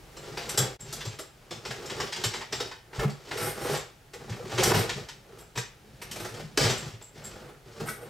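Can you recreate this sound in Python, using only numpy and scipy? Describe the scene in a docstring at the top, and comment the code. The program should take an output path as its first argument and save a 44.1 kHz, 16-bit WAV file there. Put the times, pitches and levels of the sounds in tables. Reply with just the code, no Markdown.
"""Dishwasher pulled apart in a garage

A dishwasher lies on its back while its racks and rails are dragged, knocked and levered loose.
Blows and stuttering contacts are noise shaped by the resonances of sheet, wall, wires and rails;
chinks, taps, a clack and tub booms are decaying sines. Decaying noise supplies the room, steady noise
and a thin whine the still air. Loud crashes meet a ceiling; early on the level dips once, briefly.
"""
import sys
import numpy as np
from scipy import signal
from scipy.fft import rfft, irfft, next_fast_len
from scipy.io import wavfile
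from scipy.ndimage import uniform_filter1d, minimum_filter1d

SR = 44100
rng = np.random.default_rng(int(sys.argv[2]) if len(sys.argv) > 2 else 0)


def dump(signal):
    """Clip the signal to [-1, 1] and save it as 16-bit WAV at the path in sys.argv[1]."""
    limited = np.clip(np.atleast_2d(signal).T, -1, 1)
    pcm = np.round(limited * 32767).astype(np.int16)
    wavfile.write(sys.argv[1], SR, pcm)


N = 357077

# Spectrum of racks and sheet metal: [f/Hz, relative density/dB]
SHEET_SPECTRUM = [(530, -23), (900, 2.5), (1210, -6), (1700, 0.5), (3570, -1), (5440, -1.5), (6990, -6),
                  (7600, -5), (10400, -21.5), (12300, -18.5), (15800, -58)]
# Resonances of the tub wall: [f/Hz, width/Hz, relative level/dB]
WALL_MODES = [(386.3, 83.5, 1), (505, 72.4, 0), (617, 141, -6), (826, 65, -4.5), (1200, 420, -11.5)]
# Resonances of the steel rails: [f/Hz, width/Hz, relative level/dB]
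RAIL_MODES = [(1375, 370, 4.5), (2150, 300, 0), (8610, 730, 2), (10830, 300, 0.5), (11540, 160, 3),
              (12150, 320, 2), (13300, 380, -7.5)]
# Resonances of the rack wires: [f/Hz, width/Hz, relative level/dB]
RACK_MODES = [(3010, 70, 0), (3400, 50, 0), (3770, 50, 0), (4770, 80, 1), (5330, 90, 1), (5610, 80, 0),
              (5970, 60, 0), (6750, 40, -2), (7240, 60, -2)]


def amp(db):
    """Level to amplitude ratio: 20 dB are a factor of ten."""
    return 10 ** (np.asarray(db) / 20)


def unit(x):
    """Normalisation to an rms value of 1."""
    return x / np.sqrt(np.mean(x ** 2) + 1e-20)


def peak(x):
    """Normalisation to a peak value of 1."""
    return x / np.abs(x).max()


def along(points, hz):
    """Interpolation of (f/Hz, value) points on a logarithmic frequency axis."""
    f, v = np.transpose(points)
    return np.interp(np.log(hz + 1), np.log(f + 1), v)


def filtered(x, response):
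    """Linear filtering: the spectrum is multiplied by a complex frequency response."""
    m = next_fast_len(x.shape[-1] + SR // 4)  # zero padding leaves room for the ringing
    spectrum = rfft(x, m) * response(np.fft.rfftfreq(m, 1 / SR))
    return irfft(spectrum, m)[..., :x.shape[-1]]


def resonant(modes):
    """Modal superposition: causal damped resonators summed with alternating sign."""
    def response(f):
        total = 0
        for k, (centre, width, db) in enumerate(modes):
            damping = 1j * f * width
            total = total + (-1) ** k * amp(db) * damping / (centre * centre - f * f + damping)
        return total
    return response


def coloured(spectrum):
    """Spectral shaping: the zero-phase response through (f/Hz, level/dB) points."""
    return lambda hz: amp(along(spectrum, hz))


def chatter(per_s, spread_db, life_s):
    """Stick-slip contact noise: random impacts of uneven size, each an exponentially dying noise burst."""
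    impacts = rng.random(N) < per_s / SR
    sizes = impacts * amp(spread_db * rng.standard_normal(N))
    # The small constant keeps a faint contact between impacts
    envelope = signal.lfilter([1], [1, -np.exp(-1 / (life_s * SR))], sizes + 1e-4)
    return unit(envelope * rng.standard_normal(N))


def ringing(modes, t, chance):
    """Free vibration: decaying sines of (f/Hz, t60/s, level/dB), each struck at a strength set by chance."""
    total = 0
    for (hz, t60, db), c in zip(modes, chance):
        total = total + amp(db + 4 * c - 60 * t / t60) * np.sin(2 * np.pi * hz * t)
    return total


def strokes(rows, fall_db_per_s):
    """Energy addition: strokes that swell, hold and die give a gain for each level column."""
    swell_db = 22.5  # growth over about one rise time
    rows = np.array(rows)
    t = np.arange(0, N, 32) / SR
    full_s, rise_s, hold_s = rows[:, :3].T[..., None]
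    before_db = swell_db * np.clip(full_s - t, 0, None) / (np.abs(rise_s) + 1e-3)
    after_db = fall_db_per_s * np.clip(t - full_s - np.abs(hold_s), 0, None)
    power = amp(2 * rows[:, 3:].T) @ amp(2 * (-before_db - after_db))
    return [np.interp(np.arange(N) / SR, t, np.sqrt(p)) for p in power]


def hush():
    """Stationary background: shaped noise, independent in mid and side, with a steady sine whine in both."""
    # Spectrum of the still garage: [f/Hz, relative density/dB]
    air_spectrum = [(15, -33), (25, -3), (55, 2), (80, -6), (125, 2), (205, -12), (403, -10.5),
                    (691, -14.5), (834, -12), (1060, -22), (1250, -17.5), (4100, -23.5), (15800, -33)]
    # Thin whine: [f/Hz, amplitude level/dB]
    whine_hz, whine_db = (12280, -85)
    noise = unit(filtered(rng.standard_normal((2, N)), coloured(air_spectrum)))
    whine = np.sin(2 * np.pi * whine_hz * np.arange(N) / SR)
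    return amp(-51.5) * noise + amp(whine_db) * whine


def garage(x, step=8192):
    """Diffuse reverberation: convolution with decaying noise, mid and side."""
    # Reverberation time of the room: [f/Hz, t60/s]
    decay_times = [(100, .33), (500, 0.28), (2000, 0.39), (5000, 0.33), (12000, 0.21)]
    delay = 130  # samples before the echoes begin
    out = np.zeros((2, N + SR))
    # The work moves about, so each stretch meets other echoes
    for start in range(0, N, step):
        hz, t, bins = signal.stft(rng.standard_normal((2, SR // 2)), SR, nperseg=256)
        decay = amp(-60 * t / along(decay_times, hz)[:, None])
        tail = signal.istft(bins * decay, SR, nperseg=256)[1]
        tail = tail / np.linalg.norm(tail[0])
        wet = signal.fftconvolve(x[None, start:start + step], tail, axes=1)
        out[:, start + delay:start + delay + wet.shape[1]] += wet
    return out[:, :N]


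def chinks():
    """Amplitude-modulated free vibration: a small hard part rings high and jingles on after the touch."""
    # Touches of the part: [t/s, relative level/dB]
    touches = [(0.173, -45.5), (0.4898, -34), (0.5746, -21), (0.805, -34), (1.0536, -38), (1.196, -36),
               (1.86, -41), (2.0023, -36), (2.248, -26), (2.3513, -38), (2.552, -38), (3.0959, -46),
               (3.7633, -33), (4.135, -44), (5.4041, -42.5), (5.563, -35), (6.779, -29.5), (7.023, -37.5),
               (7.239, -32.5)]
    # Modes of the part: [f/Hz, t60/s, relative level/dB]
    part_modes = [(7480, 0.17, 7), (7600, 0.16, 0.5), (7660, .08, -1), (7840, 0.068, 5), (12150, 0.08, -4)]
    out, t = np.zeros(N + SR), np.arange(SR // 4) / SR
    for s, db in touches:
        jingle = np.abs(uniform_filter1d(rng.standard_normal(len(t)), size=130)) * 10 + 0.2
        ring = ringing(part_modes, t, rng.standard_normal(len(part_modes)) / 2)
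        ring = ring * (1 - np.exp(-t / 0.00097))
        out[round(s * SR):][:len(t)] += amp(db + 3.5) * peak(jingle * ring)
    return out[:N]


def clack():
    """Free vibration of a bar: it slips onto the tub edge and rings briefly in its low modes."""
    # The slip: [t/s, relative level/dB]
    slip_s, slip_db = (7.886, -24.5)
    # Modes of the bar: [f/Hz, t60/s, relative level/dB]
    bar_modes = [(1300, 0.096, 0), (1484, 0.07, 3), (1940, 0.12, 0.5), (2230, 0.081, -2)]
    t = np.clip(np.arange(N) / SR - slip_s, 0, None)  # the sines stay at zero until the slip
    return amp(slip_db - 7.0) * ringing(bar_modes, t, rng.standard_normal(len(bar_modes)) / 2)


def taps():
    """Single-mode excitation: a knuckle or a rail end sets one panel of the wall ringing briefly."""
    # Soft taps on the tub wall: [t/s, level/dB, f/Hz]
    touches = [(0.276, -36, 404), (3.029, -22, 436), (3.357, -25, 430), (4.154, -36, 471),
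               (4.399, -30, 495), (4.458, -36, 393), (4.525, -35, 482), (4.605, -21, 520),
               (4.625, -20, 760), (5.332, -40, 382), (5.842, -45, 412), (7.662, -44, 412),
               (7.809, -29, 468), (8.026, -35, 487)]
    t60_s, rise_s = 0.07, 0.003
    out, t = np.zeros(N + SR), np.arange(SR // 4) / SR
    shape = peak(amp(-60 * t / t60_s) * (1 - np.exp(-t / rise_s)))
    for s, db, hz in touches:
        out[round(s * SR):][:len(t)] += amp(db) * shape * np.sin(2 * np.pi * hz * t)
    return out[:N]


def bumps():
    """Low resonance of a hollow body: the tub bumps on the floor and swells into a boom of a few cycles."""
    # Bumps of the tub: [t/s, level/dB, f/Hz]
    knocks = [(0.6, -25.5, 128), (0.886, -37, 136), (1.07, -26, 112.5), (1.699, -32, 136),
              (2.259, -26, 109), (2.985, -24, 127), (2.99, -27, 52), (3.054, -12.5, 140.8),
              (3.724, -25.5, 148), (4.308, -23.5, 114), (4.538, -28, 119), (4.671, -22.5, 131),
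              (4.789, -19.5, 114), (4.959, -27, 140), (5.575, -26, 123.8), (6.442, -30.5, 147),
              (6.606, -18, 136.3), (6.648, -17.5, 109.4), (6.7, -23, 120), (6.934, -34, 108),
              (7.814, -27, 147.4)]
    swell_s, t60_s = 0.007, 0.14
    out, t = np.zeros(N + SR), np.arange(SR // 2) / SR
    shape = peak(amp(-60 * t / t60_s) * (1 - np.exp(-t / swell_s)) ** 2)
    for s, db, hz in knocks:
        boom = np.sin(2 * np.pi * hz * t) + 0.3 * np.sin(2 * np.pi * 1.48 * hz * t)
        out[round((s - swell_s) * SR):][:len(t)] += amp(db) * shape * boom
    return out[:N]


def rasping():
    """Friction-driven resonance: a rail slides on steel and sings in its own modes."""
    # Steel rasping on steel: [t at full strength/s, rise/s, hold/s, level/dB]
    slides = [(3.43, 0.099, .06, -36), (3.68, 0.15, 0.05, -39), (4.635, .004, 0.027, -29.5),
              (4.76, .1, 0.023, -32), (6.115, .004, .19, -52.5), (7.89, 0.042, 0.0038, -33.5),
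              (8.02, 0.09, .01, -55)]
    gain = strokes(slides, fall_db_per_s=266)[0]
    contacts = chatter(600, spread_db=3.5, life_s=0.0066)
    return gain * unit(filtered(contacts, resonant(RAIL_MODES)))


def dragging():
    """Forced vibration: wheels and wires stutter along the rails and shake every part of the machine."""
    # Pulls: [t at full strength/s, rise/s, hold/s, rattle level/dB, rumble level/dB, wall level/dB]
    pulls = [(.2, .1, 0.13, -58, -53, -49), (.45, 0.36, 0.092, -47, -46.5, -40.5),
             (.59, .02, 0.041, -41, -37, -34), (.81, 0.042, .32, -48, -45, -48.5),
             (1.52, .02, .02, -44, -42, -60), (1.66, .02, .05, -42, -44, -45),
             (2.03, 0.56, .01, -40.5, -39.5, -34), (2.14, 0.055, 0.26, -43, -47, -42),
             (2.52, 0.035, 0.15, -47, -44, -44.5), (2.95, 0.018, .005, -42, -46, -44),
             (3.03, .1, 0.0044, -55, -50, -29.5), (3.4, 0.2, 0.092, -36, -37, -32),
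             (3.58, 0.093, 0.11, -44, -43, -34), (3.7, .12, .055, -35.5, -38, -27.5),
             (4.23, 0.15, 0.32, -53.5, -45, -44.5), (4.53, 0.11, .04, -39, -45, -36),
             (4.59, .025, .11, -27, -27, -25.5), (4.73, 0.092, .04, -28, -22, -19.5),
             (4.9, .05, 0.097, -44.5, -41, -41), (5.4, 0.59, 0.016, -62, -49.5, -49.5),
             (5.61, 0.12, .02, -58, -52, -51), (5.86, .04, .13, -66, -52, -58),
             (6.2, 0.3, 0.23, -48, -40.5, -43.5), (6.52, .03, .04, -60, -49, -54),
             (6.585, 0.012, .105, -26.5, -27.5, -25.5), (6.76, 0.06, 0.11, -44, -38, -41),
             (7.16, .04, .22, -51, -47, -46), (7.4, .05, .09, -64, -48, -43),
             (7.68, .06, .1, -55, -49, -51), (7.82, .1, .07, -49, -37.5, -38),
             (8.08, 0.33, .05, -59, -48, -43.5)]
    # Air and panels of the tub: [f/Hz, width/Hz, relative level/dB]
    tub_modes = [(50, 7.3, -4), (113.4, 13, 1.5), (150, 13, 1), (215, 32, -6)]
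    rattle_gain, rumble_gain, wall_gain = strokes(pulls, fall_db_per_s=198)
    rattle = unit(filtered(chatter(600, spread_db=1.5, life_s=0.006), coloured(SHEET_SPECTRUM)))
    jangle = unit(filtered(chatter(150, spread_db=3, life_s=0.003), resonant(RACK_MODES)))
    rumble = unit(filtered(chatter(200, spread_db=1.5, life_s=0.015), resonant(tub_modes)))
    wall = unit(filtered(chatter(500, spread_db=2.5, life_s=0.0068), resonant(WALL_MODES)))
    return rattle_gain * (rattle + amp(-12) * jangle) + rumble_gain * rumble + wall_gain * wall


def blows():
    """Impact excitation: short noise bursts drive sheet, wall, rail and wires; a weaker blow starts softer."""
    # Blows on rack and rails: [t/s, level/dB, knock relative level/dB, rail relative level/dB,
    # tilt of the crack/(dB per octave), struck wire f/Hz]
    hits = [(0.1656, -41.5, -3, -17, 2, 4070), (0.371, -28.5, -6, -15, -5.5, 2370),
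            (0.4905, -29.5, -22, -0.5, 2, 5900), (0.5742, -16, -11.5, -4.5, 8, 5650),
            (0.925, -26.5, -10, -6.5, 10, 4730), (1.0051, -29.5, -18, -15, -4.3, 3500),
            (1.0501, -30.5, -2, -21, 2.5, 6040), (1.1865, -31, -2, -2, 1.5, 5190),
            (1.507, -30, -2.5, -28, 0.5, 3440), (1.6494, -30, -4, -52, -2.5, 1450),
            (1.706, -26, -12, -13, -3, 1660), (1.8556, -33, -9, -39, 4.5, 5350),
            (1.897, -26.5, -16, -40, -2, 3330), (2, -22, -9.5, -22, -4.5, 5130),
            (2.0682, -30, -17, -39.5, -1, 3440), (2.1229, -23, -22, -30, -1, 3230),
            (2.1593, -26.5, -21, -26, -1, 5050), (2.237, -16.5, -11, -13, 1.5, 5400),
            (2.3357, -25, -18, -33, -3, 3050), (2.356, -29.5, -21, -30, -6, 3920),
            (2.409, -28.5, -15, -29, -6.5, 2200), (2.5239, -20.5, -7.5, -33.5, -1.3, 5200),
            (2.6, -24, 0, -34, 0, 5270), (2.7113, -32, -10.5, -30, -6, 1570),
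            (2.9273, -35, -7.5, -38, -6, 1910), (2.992, -24.5, -7.5, -14, -3.5, 1800),
            (3.028, -31, 2, -30, -12, 800), (3.0953, -36, -19, -21, 1, 4560),
            (3.3102, -24.5, -8, -27, -6, 2180), (3.3717, -27.5, -7, -2, -1.5, 1310),
            (4.133, -34.5, -3, -7, -1, 1850), (4.2939, -33.5, -20, -18, 0.5, 1773),
            (4.3198, -34.5, -6.5, -26, -4, 1840), (4.5155, -31.5, -3.5, -20, -4, 1800),
            (4.578, -19, -6, -28, -3, 3180), (4.6338, -11.5, -8.5, -6, 8, 5800),
            (4.7165, -10, -4, -17, -14, 1100), (4.8918, -20, -18, -36, -1.5, 3300),
            (5.085, -30, -35, -36, 0, 1800), (5.383, -43.5, -12, 0.5, 4, 3260),
            (5.554, -30, -4, -24, -1.5, 2480), (5.5734, -21.5, -10, -12, -1, 6040),
            (6.015, -29.5, -10.5, -4.5, -1.8, 2300), (6.111, -28, -18, -4, 4, 3080),
            (6.1573, -31.5, -2.5, -5, 2, 2350), (6.1977, -32.5, 0.5, 0, 4, 3630),
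            (6.2459, -32, 2.5, -9, 4, 2630), (6.339, -36.5, -12, -22, 4, 3120),
            (6.3933, -39.5, 4.5, -8.5, -1, 1720), (6.5737, -5.5, -3, -30, 2.8, 4740),
            (6.82, -38, -3, -29, -4, 1620), (6.9352, -43.5, -16, -27, -2, 2680),
            (7.01, -42, -4, -20, -2, 900), (7.2451, -39, -14, 3, 2, 4660),
            (7.7989, -34.5, 3.5, -26, 2, 1600), (7.8688, -34, -23, 7, -5, 1920),
            (7.8848, -31.5, -20, 2, 4.5, 1520)]
    racks_until_s = 2.9  # while the racks are in, they ring along
    out, t = np.zeros(N + SR), np.arange(SR // 4) / SR
    for s, db, knock_db, rail_db, tilt_db, wire_hz in hits:
        rise = 1 - np.exp(-t / (0.0015 + 0.0001 * abs(db)))

        def driven(t60, response):
            burst = rng.standard_normal(len(t)) * amp(-60 * t / t60) * rise
            return peak(filtered(burst, response))

        def tilted_sheet(hz):
            return amp(along(SHEET_SPECTRUM, hz) + tilt_db * np.log2(hz / 3000 + 0.12))

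        crack = driven(0.09, tilted_sheet)
        knock = driven(0.09, resonant(WALL_MODES))
        rail = driven(0.11, resonant(RAIL_MODES))
        struck = driven(0.077, resonant([(wire_hz, 140, 0)]))
        # Each blow favours other wires
        favour_db = 5 * rng.standard_normal(len(RACK_MODES))
        wires = np.array(RACK_MODES) + np.outer(favour_db, [0, 0, 1])
        rack = driven(0.06, resonant(wires)) * (s < racks_until_s)
        sound = amp(3) * crack + amp(knock_db + 6) * knock + amp(rail_db) * rail
        sound += amp(-7) * struck + amp(-5) * rack
        out[round(s * SR):][:len(t)] += amp(db) * sound
    return out[:N]


def scene():
    """Superposition of direct and diffuse sound, with mid and side decoded to left and right."""
    # Share of the room in the mid: [f/Hz, level/dB]
    mid_share = [(60, -12.5), (200, -10.5), (450, -4.5), (1000, -5.5), (12000, -0.5)]
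    # Share of room and air in the side: [f/Hz, level/dB]
    side_share = [(40, -34), (120, -19), (240, -14), (480, -11), (950, -9), (1900, -8.5), (3800, -10.5),
                  (8000, -11), (11500, -6), (11900, -45)]
    # Share of the mid that leans left: [f/Hz, share]
    left_lean = [(80, 0.012), (180, 0.082), (350, -0.066), (700, -0.041), (2000, 0.045)]
    # Phase by which left leads right: [f/Hz, phase/rad]
    left_leads = [(100, .01), (500, .2), (3000, .2), (8000, .01)]

    def to_side(hz):
        placed = along(left_lean, hz) + 1j * along(left_leads, hz) / 2
        return placed * (hz < side_share[-1][0])

    machine = blows() + clack() + chinks() + bumps() + taps() + dragging() + rasping()
    room, air = garage(machine), hush()
    mid = amp(0.5) * machine + filtered(room[0], coloured(mid_share)) + air[0]
    side = filtered(room[1] + amp(4.0) * air[1], coloured(side_share))
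    side += filtered(mid, to_side)
    return np.array([mid + side, mid - side])


def record(dry):
    """Dynamic range compression to an rms ceiling, then one brief dip of level and a band limit."""
    # Dip, after which the level stays at the last value: [t/s, level/dB]
    dip = [(.745, 0), (.765, -3), (.778, -27), (.788, -30), (.797, -4.5)]
    ceiling_db, top_hz = -16, 15800
    level = np.sqrt(np.abs(uniform_filter1d(np.mean(dry ** 2, axis=0), size=330)))
    needed = np.minimum(1, amp(ceiling_db) / (level + 1e-9))
    gain = uniform_filter1d(minimum_filter1d(needed, size=600), size=400)
    gain = np.roll(gain, 330)  # it reacts late, so the first crack overshoots
    dip_s, dip_db = np.transpose(dip)
    dip_gain = amp(np.interp(np.arange(N) / SR, dip_s, dip_db))
    return filtered(dry * gain * dip_gain, lambda hz: hz < top_hz)


dry = scene()
out = record(dry)
dump(out)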